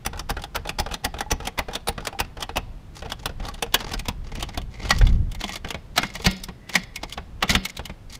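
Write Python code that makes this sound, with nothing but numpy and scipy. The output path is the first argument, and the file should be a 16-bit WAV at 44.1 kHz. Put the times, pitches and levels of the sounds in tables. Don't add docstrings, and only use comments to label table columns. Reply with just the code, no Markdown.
import sys
import numpy as np
from scipy import signal
from scipy.fft import rfft, irfft
from scipy.io import wavfile
from scipy.ndimage import uniform_filter1d

SR = 44100
rng = np.random.default_rng(int(sys.argv[2]) if len(sys.argv) > 2 else 0)


def output_pcm(signal):
    pcm = np.clip(np.atleast_2d(signal).T, -1, 1) * 32767
    wavfile.write(sys.argv[1], SR, np.round(pcm).astype(np.int16))


N = 361179

# (frequency [Hz], level [dB])
AIR_COLOUR = [(60, -3), (130, 5), (300, -7), (700, -13), (1500, -20), (3500, -25.5), (7000, -33),
              (15000, -41)]
AIR_RMS_DB = -48.5
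# (time [s], level [dB])
WIND_LEVEL = [(0.0, -41.5), (1.34, -43), (1.85, -44.5), (2.39, -43), (4.05, -38.5), (4.19, -34), (4.3, -42),
              (4.42, -31), (4.6, -38), (4.92, -29), (5.03, -18.5), (5.2, -22.5), (5.34, -34.5),
              (5.9, -45.5), (8.19, -45.5)]
# (frequency [Hz], level [dB])
WIND_COLOUR = [(10, -12), (30, 7.5), (60, 0), (110, -6.5), (190, -15.5), (300, -29), (600, -48),
               (2000, -76)]
# (frequency [Hz], t60 [s])
YARD_DECAY = [(150, 1), (500, 1), (1200, 0.93), (2500, 0.4), (5000, 0.28), (11000, 0.039)]

# (time [s], level [dB])
VALVE_BLIPS = [(1.263, -31.5), (2.15, -29)]
VALVE_HZ, VALVE_T60_S = 825, 0.083

# (time [s], travel [s], knock [dB], click [dB])
LEVER_RETURNS = [(0.133, .062, -31.5, -33), (0.369, 0.07, -28, -34), (0.653, 0.04, -31.5, -28.5),
                 (0.863, 0.078, -28, -29.5), (1.142, 0.065, -31, -26.5), (1.403, 0.07, -31.5, -27.5),
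                 (1.686, 0.068, -28, -27.5), (1.98, 0.091, -27.5, -27.5), (2.371, 0.055, -34.5, -29),
                 (3.023, 0.097, -32, -30), (3.401, 0.085, -33.5, -34), (3.818, 0.12, -40, -29),
                 (4.351, 0.076, -57, -29.5), (5.647, 0.059, -27.5, -31)]
TOUCH_LEAD_S, TOUCH_DB, SLIDE_DB = 0.019, -10.5, -49.5
REBOUND_S, REBOUND_DB = 0.026, -11
KNOCK_TILT_DB_PER_OCT, CLICK_TILT_DB_PER_OCT, SLIDE_TILT_DB_PER_OCT = -2, 3, -6.5
SLACK_LEAD_S, SLACK_DB = 0.013, -18.5

# (time [s], length [s], level [dB], tilt [dB/octave])
SCUFFS = [(2.93, 0.092, -50.5, 0), (3.17, 0.087, -53, -2.5), (3.36, 0.28, -51, -4), (3.76, 0.17, -44, -3.5),
          (4.21, 0.37, -48.5, -3.5), (4.68, 0.54, -49.5, -2), (4.81, 0.18, -44, -3),
          (5.37, 0.23, -43.5, -1), (5.95, 0.486, -50.5, 1.5), (6.67, 0.19, -44, 0), (7.06, 0.098, -49, 0.5),
          (7.49, 0.048, -25.5, 1.5), (7.68, 0.036, -44.5, 2), (8.09, 0.12, -47.5, 2)]
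# (frequency [Hz], level [dB])
RUB_COLOUR = [(150, 2), (450, 2.5), (800, 5.5), (1500, 2.5), (2150, 5.5), (2700, 4), (4300, 7.5),
              (7000, -0.5), (10000, -8.5), (15000, -20)]

# (frequency [Hz], width [Hz], idle lift [dB], loaded lift [dB])
FRAME_MODES = [(183, 73, 3, 6.5), (463, 53, 7, 4), (807, 82, 2.5, -2.5), (1137, 90, 1, 3),
               (1428, 470, 4, -3), (1920, 69, 3.5, 5), (2170, 220, -4.5, 7.5), (2593, 88, 0.5, -2.5),
               (2930, 75, 1.5, 3.5), (3450, 79, 0.5, 3.5), (4090, 380, -4.5, -2), (5050, 400, 0.5, -2),
               (5910, 190, 4, -1), (9700, 1300, 4, -2.5)]
LOADING_S = (2.7, 5.2)
# (frequency [Hz], t60 [s])
FRAME_DECAY = [(150, 0.13), (400, 0.094), (900, 0.071), (2000, 0.064), (4500, 0.038), (10000, 0.034)]
# (frequency [Hz], level [dB], t60 [s])
BOUNCE_MODES = [(38.3, 2.5, 0.17), (72.3, 3, 0.13), (118.4, -5, 0.11), (184, -13, 0.046)]
# (frequency [Hz], level [dB], t60 [s])
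SOCKET_MODES = [(804, -6, 0.074), (1453, -13.5, 0.036), (2470, -9, 0.066)]

# (frequency [Hz], level [dB], t60 [s])
HANDLE_MODES = [(398, -18.5, 0.5), (555, -22.5, 0.87), (950, -19, 0.34), (1405, -11, 0.28),
                (1890, -16.5, 0.32), (2148, -4.5, 0.29), (2783, -8.5, 0.2), (3405, -15, 0.48),
                (3740, -14.5, 0.47), (4100, -21, 0.38), (4400, -23, .4), (4580, -22, 0.21),
                (5180, -17.5, 0.53)]
# (frequency [Hz], level [dB], t60 [s])
BEND_MODE = [(189, 1, 0.39)]
# (frequency [Hz], level [dB])
SHIMMER_COLOUR = [(300, 17), (1500, 0), (2100, 11), (5300, 10.5), (5500, -16.5)]
SHIMMER_DB, SHIMMER_T60_S = -5, 0.42
STIR_DB = -30.5

# (time [s], level [dB], tilt [dB/octave])
CLICKS = [(3.453, -37.5, 1.5), (3.543, -42.5, 3), (3.805, -36, 2.5), (3.914, -37, -1), (3.995, -35, 5),
          (4.056, -40.5, 1.5), (4.354, -39.5, 3), (4.397, -48, 3.5), (4.49, -39.5, 0.5), (4.546, -43, 1.5),
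          (4.617, -46.5, 3.5), (4.822, -41.5, -1), (4.986, -37, 6), (5.07, -34, 2.5), (5.318, -44, 5),
          (5.349, -42, 4), (5.412, -34.5, 2.5), (5.44, -28.5, 1.5), (5.493, -34, 2.5), (5.557, -34, 4),
          (6.154, -33, 3), (6.246, -30.5, 1.5), (6.312, -38, 7.5), (6.438, -35, 9), (6.695, -37, 3.5),
          (6.96, -32.5, 6.5), (7.034, -31.5, 0.5), (7.125, -36.5, 6), (7.653, -27.5, 7.5),
          (7.771, -36.5, 5.5), (7.856, -37, 6.5)]
# (time [s], level [dB])
KNOCKS = [(0.913, -27), (2.128, -35), (2.493, -29), (3.059, -32.5), (3.294, -33), (3.664, -37),
          (4.851, -32), (5.013, -24.5), (5.745, -25.5), (6.201, -33.5), (6.487, -30.5), (7.177, -26.5),
          (7.531, -26.5), (7.794, -29.5), (7.897, -31)]
# (time [s], level [dB], tilt [dB/octave], ping [Hz], thud [dB])
CLACKS = [(0.063, -28, -2.5, 1430, -26.5), (0.303, -27.5, -2.5, 1600, -26), (0.56, -27, -3.5, 1460, -28.5),
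          (0.799, -25, -3.5, 850, -22), (1.05, -25, -2.5, 740, -26.5), (1.317, -23.5, -3.5, 6100, -19.5),
          (1.59, -24.5, -4.5, 2000, -27), (1.886, -24.5, -3, 9900, -24), (2.202, -24, -3, 2550, -26),
          (2.571, -24.5, -5, 2740, -26)]
# (time [s], level [dB], tilt [dB/octave], ping [Hz], thud [dB])
CATCHES = [(3.258, -27, 0.5, 9700, -30.5), (3.626, -24.5, 0, 9700, -54), (3.744, -16.5, 1.5, 1680, -37),
           (4.085, -28, 0.5, 1000, -25), (4.576, -30.5, -0.5, 710, -26), (7.428, -20, -1.5, 1270, -59)]
# (time [s], level [dB], tilt [dB/octave], ping [Hz], thud [dB], ring [dB], lifted note [Hz])
BANGS = [(4.907, -14.5, 1.5, 4450, -34, -48.5, 3405), (5.978, -15.5, 2.5, 670, -60, -35.5, 2148),
         (6.032, -24, -0.5, 2120, -36.5, -44.5, 2783), (6.263, -15.5, 2, 4560, -17, -30.5, 1890),
         (6.755, -15, 2.5, 1790, -49, -41, 3405), (7.495, -20, 2, 2150, -20, -29.5, 1405),
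         (7.551, -17, 2.5, 3440, -19, -40.5, 2148)]
# (frequency [Hz], level [dB])
CLICK_COLOUR = [(60, -24.5), (200, 8.5), (340, 5.5), (500, 1.5), (780, 10), (1100, 1), (1450, -2.5),
                (2200, -5.5), (3400, -3.5), (5000, -9), (6800, -14.5), (10000, -21.5), (14500, -29)]
KNOCK_COLOUR = [(60, 9), (200, 0.5), (340, -2), (500, 0.5), (780, 1.5), (1100, -5.5), (1450, -1.5),
                (2200, -6), (3400, -3.5), (5000, -9), (6800, -17), (10000, -24), (14500, -31)]
CLACK_COLOUR = [(60, -35), (200, -6.5), (340, -7.5), (500, -7.5), (780, 3.5), (1100, -2.5), (1450, -5),
                (2200, 0), (3400, 0.5), (5000, 1), (6800, -5.5), (10000, -5), (14500, -1)]
CATCH_COLOUR = [(60, -21), (200, -0.5), (340, -3.5), (500, -2.5), (780, 4), (1100, -3), (1450, -5.5),
                (2200, -2.5), (3400, 0), (5000, -7), (6800, -12.5), (10000, -18.5), (14500, -16.5)]
BANG_COLOUR = [(60, -18.5), (200, 8.5), (340, -4.5), (500, -7), (780, 4), (1100, -2), (1450, 0.5),
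               (2200, -6), (3400, -4.5), (5000, -8), (6800, -14.5), (10000, -23.5), (14500, -27.5)]
HIT_SIZE, HIT_PEAK_S = 5120, 0.02
PING_DB, PING_OCTAVES = 8, 0.16
KNOCK_PING_HZ, CLICK_PING_HZ, GRAIN_PING_HZ = (570, 1630), (2000, 5600), (870, 7040)
EDGE_HZ = 15650


def amp(db):
    return 10 ** (np.asarray(db) / 20)


def evened(x):
    return x / np.sqrt(np.mean(x ** 2) + 1e-20)


def decay(t, t60_s):
    return np.exp(-np.log(1000) * t / t60_s)


def read(points, hz):
    f, value = np.transpose(points)
    return np.interp(np.log(hz + 1), np.log(f + 1), value)


def level(curve):
    s, db = np.transpose(curve)
    return amp(np.interp(np.arange(N) / SR, s, db))


def add(mix, s, sound):
    part = mix[max(0, round(s * SR)):][:len(sound)]
    part += sound[:len(part)]


def coloured(x, points):
    gain = amp(read(points, np.fft.rfftfreq(len(x), 1 / SR)))
    return evened(irfft(rfft(x) * gain, len(x)))


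def drift(per_s):
    size = int(SR / per_s)
    once = uniform_filter1d(rng.standard_normal(N), size, mode="wrap")
    return evened(uniform_filter1d(once, size, mode="wrap"))


def causal(x, db):
    cepstrum = irfft(np.log(amp(db)))
    half = len(cepstrum) // 2
    cepstrum[1:half] *= 2
    cepstrum[half + 1:] = 0
    return irfft(rfft(x) * np.exp(rfft(cepstrum)))


def dying_noise(decays, size):
    t, hz = np.arange(size) / SR, np.fft.rfftfreq(size, 1 / SR)
    centres, t60s = np.transpose(decays)
    noise, out = rfft(rng.choice([-1., 1.], size)), np.zeros(size)
    for share, t60_s in zip(np.eye(len(centres)), t60s):
        weight = read(np.transpose([centres, share]), hz)
        out += irfft(noise * weight, size) * evened(decay(t, t60_s))
    return evened(out) / np.sqrt(size)


def ring(modes, seconds, detune):
    t, out = np.arange(int(seconds * SR)) / SR, 0
    for (hz, db, t60_s), (pitch, side) in zip(modes, rng.standard_normal((len(modes), 2))):
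        sine = np.sin(2 * np.pi * hz * (1 + detune * pitch) * t)
        out = out + np.sign(side) * amp(db) * sine * decay(t, t60_s)
    return out


def air():
    return amp(AIR_RMS_DB) * coloured(rng.standard_normal(N), AIR_COLOUR)


def wind(gain_db, lumpy_db):
    lumps = amp(gain_db + lumpy_db * drift(8.2))
    return lumps * level(WIND_LEVEL) * coloured(rng.standard_normal(N), WIND_COLOUR)


def yard(x, wet_db, delay_s):
    tail = np.zeros(SR)
    add(tail, delay_s, dying_noise(YARD_DECAY, SR))
    dull = signal.lfilter(*signal.butter(1, 5000, fs=SR), tail)
    return amp(wet_db) * signal.oaconvolve(x, dull)[:N]


def squeak(s, length_s, note_hz, db, width_hz):
    out, size = np.zeros(N), int(length_s * SR)
    peak = signal.iirpeak(note_hz, note_hz / width_hz, fs=SR)
    note = signal.lfilter(*peak, rng.standard_normal(size))
    add(out, s, amp(db) * evened(note) * np.hanning(size))
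    return out


def valve(return_db):
    idle = [(s + travel_s / 2, return_db) for s, travel_s, *_ in LEVER_RETURNS if s < LOADING_S[0]]
    out = np.zeros(N)
    for s, db in list(VALVE_BLIPS) + idle:
        add(out, s, amp(db) * ring([(VALVE_HZ, 0, VALVE_T60_S)], 0.25, detune=0.03))
    return out


def frame(hz, s, spot_db=0):
    load = np.interp(s, LOADING_S, [0, 1])
    scatter = spot_db * rng.standard_normal(len(FRAME_MODES))
    total = 0
    for (f, width, idle_db, loaded_db), spot in zip(FRAME_MODES, scatter):
        lift = (1 - load) * idle_db + load * loaded_db + spot
        total = total + lift / (1 + (2 * (hz - f) / width) ** 2)
    return total


def ping(hz, ping_hz):
    return PING_DB / (1 + (np.log2((hz + 1) / ping_hz) / PING_OCTAVES) ** 2)


def octaves_from_2k(hz):
    return np.log2(np.maximum(hz, 500) / 2000)


def grain_bodies(count, tilt_db):
    hz = np.fft.rfftfreq(HIT_SIZE, 1 / SR)
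    notes = np.geomspace(*GRAIN_PING_HZ, count)
    tilts = rng.permutation(np.linspace(-tilt_db, tilt_db, count))
    return [causal(dying_noise(FRAME_DECAY, HIT_SIZE), ping(hz, note) + tilt * octaves_from_2k(hz))
            for note, tilt in zip(notes, tilts)]


def rub(scuffs, gain_db, grains_per_s, spread_db, smooth):
    sizes = amp(spread_db * np.minimum(rng.exponential(1, N), 3))
    slips = (rng.random(N) < grains_per_s / SR) * sizes * rng.choice([-1., 1.], N)
    bodies = grain_bodies(count=8, tilt_db=2.0)
    spot = rng.integers(0, len(bodies), N)
    grains = sum(signal.oaconvolve(slips * (spot == k), body)[:N] for k, body in enumerate(bodies))
    clumps = amp(3.5 * drift(110))
    friction = (evened(grains) + smooth * rng.standard_normal(N)) * clumps
    out = np.zeros(N)
    for s, length_s, db, tilt_db in scuffs:
        part = friction[round(s * SR):][:int(length_s * SR)]
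        hz = np.fft.rfftfreq(len(part), 1 / SR)
        tilted = [(f, band_db + tilt_db * np.log2(f)) for f, band_db in RUB_COLOUR]
        colour = np.transpose([hz, read(tilted, hz) + frame(hz, s)])
        add(out, s, amp(db + gain_db) * coloured(part, colour) * signal.windows.tukey(len(part), 0.5))
    return out


def thuds(rows, modes, gain_db, shudder_db, shudder_t60_s):
    out = np.zeros(N)
    band = signal.butter(2, (110, 280), "bandpass", fs=SR, output="sos")
    for s, _, _, _, thud_db, *_ in rows:
        bounce = ring(modes, 0.25, detune=0.03)
        low = signal.sosfilt(band, rng.standard_normal(len(bounce)))
        shudder = evened(low) * decay(np.arange(len(low)) / SR, shudder_t60_s)
        add(out, s, amp(thud_db + gain_db) * (bounce + amp(shudder_db) * shudder))
    return out


def knocked(knocks, modes, gain_db, detune):
    out = np.zeros(N)
    for s, db, _ in knocks:
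        add(out, s, amp(db + gain_db) * ring(modes, 0.25, detune))
    return out


def handle(light_blows, gain_db, note_db, bend_db):
    out, t = np.zeros(N), np.arange(SR // 2) / SR
    strikes = [(s, ring_db, note_hz) for s, *_, ring_db, note_hz in BANGS]
    strikes += [(s, db + STIR_DB, 0) for s, db, *_ in light_blows]
    for s, ring_db, note_hz in strikes:
        modes = [(hz, db + note_db * (abs(hz - note_hz) < hz / 20), t60_s)
                 for hz, db, t60_s in HANDLE_MODES]
        shimmer = coloured(rng.standard_normal(len(t)), SHIMMER_COLOUR) * decay(t, SHIMMER_T60_S)
        tube = ring(modes, 0.5, detune=0.001)
        add(out, s, amp(ring_db + gain_db) * (tube + amp(SHIMMER_DB) * shimmer))
    bend = ring(BEND_MODE, 0.5, detune=0)
    for s, _, _, _, thud_db, *_ in BANGS:
        add(out, s, amp(thud_db + bend_db) * bend)
    return out


def returns():
    knocks, clicks, slides = [], [], []
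    for s, travel_s, knock_db, click_db in LEVER_RETURNS:
        seat_s = s + travel_s
        knocks.append((s, knock_db, KNOCK_TILT_DB_PER_OCT))
        knocks.append((s + REBOUND_S, knock_db + REBOUND_DB, 0))
        clicks.append((seat_s - TOUCH_LEAD_S, click_db + TOUCH_DB, CLICK_TILT_DB_PER_OCT))
        clicks.append((seat_s, click_db, CLICK_TILT_DB_PER_OCT))
        slides.append((s, travel_s, SLIDE_DB, SLIDE_TILT_DB_PER_OCT))
    return knocks, clicks, slides


def pinged(rows, range_hz):
    low, high = range_hz
    return [(*row, low * (high / low) ** u) for row, u in zip(rows, rng.random(len(rows)))]


def hit(s, colour, tilt_db, ping_hz, contact_s, body_db, scrape_db, scrape_s):
    clock = np.arange(HIT_SIZE) / SR
    t, hz = clock - HIT_PEAK_S, np.fft.rfftfreq(HIT_SIZE, 1 / SR)
    rough = uniform_filter1d(rng.standard_normal(HIT_SIZE), size=3)
    jerks = amp(4 * evened(uniform_filter1d(rng.standard_normal(HIT_SIZE), size=130)))
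    bite = np.exp(-abs(t) / contact_s) * rng.standard_normal(HIT_SIZE) * jerks
    slide = amp(scrape_db) * jerks * np.clip(4 * (t + scrape_s) / scrape_s, 0, 1) * (t < 0)
    late_s = rng.uniform(0.0013, 0.0542, size=2)
    rattle = amp(-28.5) * sum(np.exp(-abs(t - late) / contact_s) for late in late_s)
    force = (bite + (slide + rattle) * rough) / np.linalg.norm(bite)
    body = dying_noise(FRAME_DECAY, HIT_SIZE) * np.minimum(clock / contact_s, 1)
    add(force, HIT_PEAK_S - contact_s / 2, amp(body_db) * body)
    frame_db = frame(hz, s, spot_db=3)
    tone_db = read(colour, hz) + frame_db + ping(hz, ping_hz) + tilt_db * octaves_from_2k(hz)
    sound = causal(force, tone_db)
    return evened(sound) * np.sqrt(SR / 50 / HIT_SIZE)


def hits(rows, colour, gain_db, contact_s, body_db, scrape_db, scrape_s):
    out = np.zeros(N)
    for s, db, tilt_db, ping_hz, *_ in rows:
        sound = hit(s, colour, tilt_db, ping_hz, contact_s, body_db, scrape_db, scrape_s)
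        add(out, s - HIT_PEAK_S, amp(db + gain_db) * sound)
    return out


def scene():
    knocks, clicks, slides = returns()
    knocks += [(s, db, KNOCK_TILT_DB_PER_OCT) for s, db in KNOCKS]
    clicks += list(CLICKS)
    clicks += [(s - SLACK_LEAD_S, db + SLACK_DB, CLICK_TILT_DB_PER_OCT) for s, db, *_ in BANGS]

    low = wind(gain_db=1.5, lumpy_db=3.5)
    low += thuds(list(CLACKS) + list(CATCHES) + list(BANGS), BOUNCE_MODES,
                 gain_db=-1, shudder_db=-3.5, shudder_t60_s=0.12)
    low += knocked(knocks, BOUNCE_MODES, gain_db=-5.0, detune=0.05)

    jack = squeak(s=6.5, length_s=0.5, note_hz=1975, db=-53, width_hz=35)
    jack += valve(return_db=-36)
    jack += rub(list(SCUFFS) + slides, gain_db=5.0, grains_per_s=500, spread_db=8.0, smooth=0.05)
    jack += knocked(knocks, SOCKET_MODES, gain_db=-2.5, detune=0.03)
    jack += handle(list(CLACKS) + knocks, gain_db=5.5, note_db=6, bend_db=-4.5)
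    jack += hits(pinged(clicks, CLICK_PING_HZ), CLICK_COLOUR, gain_db=2.0, contact_s=0.0017,
                 body_db=7.0, scrape_db=-24.5, scrape_s=0.027)
    jack += hits(pinged(knocks, KNOCK_PING_HZ), KNOCK_COLOUR, gain_db=-2.5, contact_s=0.0014,
                 body_db=7.0, scrape_db=-34, scrape_s=0.01)
    jack += hits(CLACKS, CLACK_COLOUR, gain_db=3.5, contact_s=0.0026,
                 body_db=3.0, scrape_db=-12, scrape_s=0.015)
    jack += hits(CATCHES, CATCH_COLOUR, gain_db=2.5, contact_s=0.0012,
                 body_db=3.5, scrape_db=-40, scrape_s=0.036)
    jack += hits(BANGS, BANG_COLOUR, gain_db=0.5, contact_s=0.002924,
                 body_db=13.0, scrape_db=-23.5, scrape_s=0.072)

    mono = air() + low + jack + yard(jack, wet_db=-23, delay_s=0.013)
    return np.array([mono, mono])


def record(dry):
    lowpass = signal.firwin(255, EDGE_HZ, window=("kaiser", 8), fs=SR)
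    return signal.oaconvolve(np.clip(dry, -1, 1), lowpass[None], "same", axes=1)


dry = scene()
out = record(dry)
output_pcm(out)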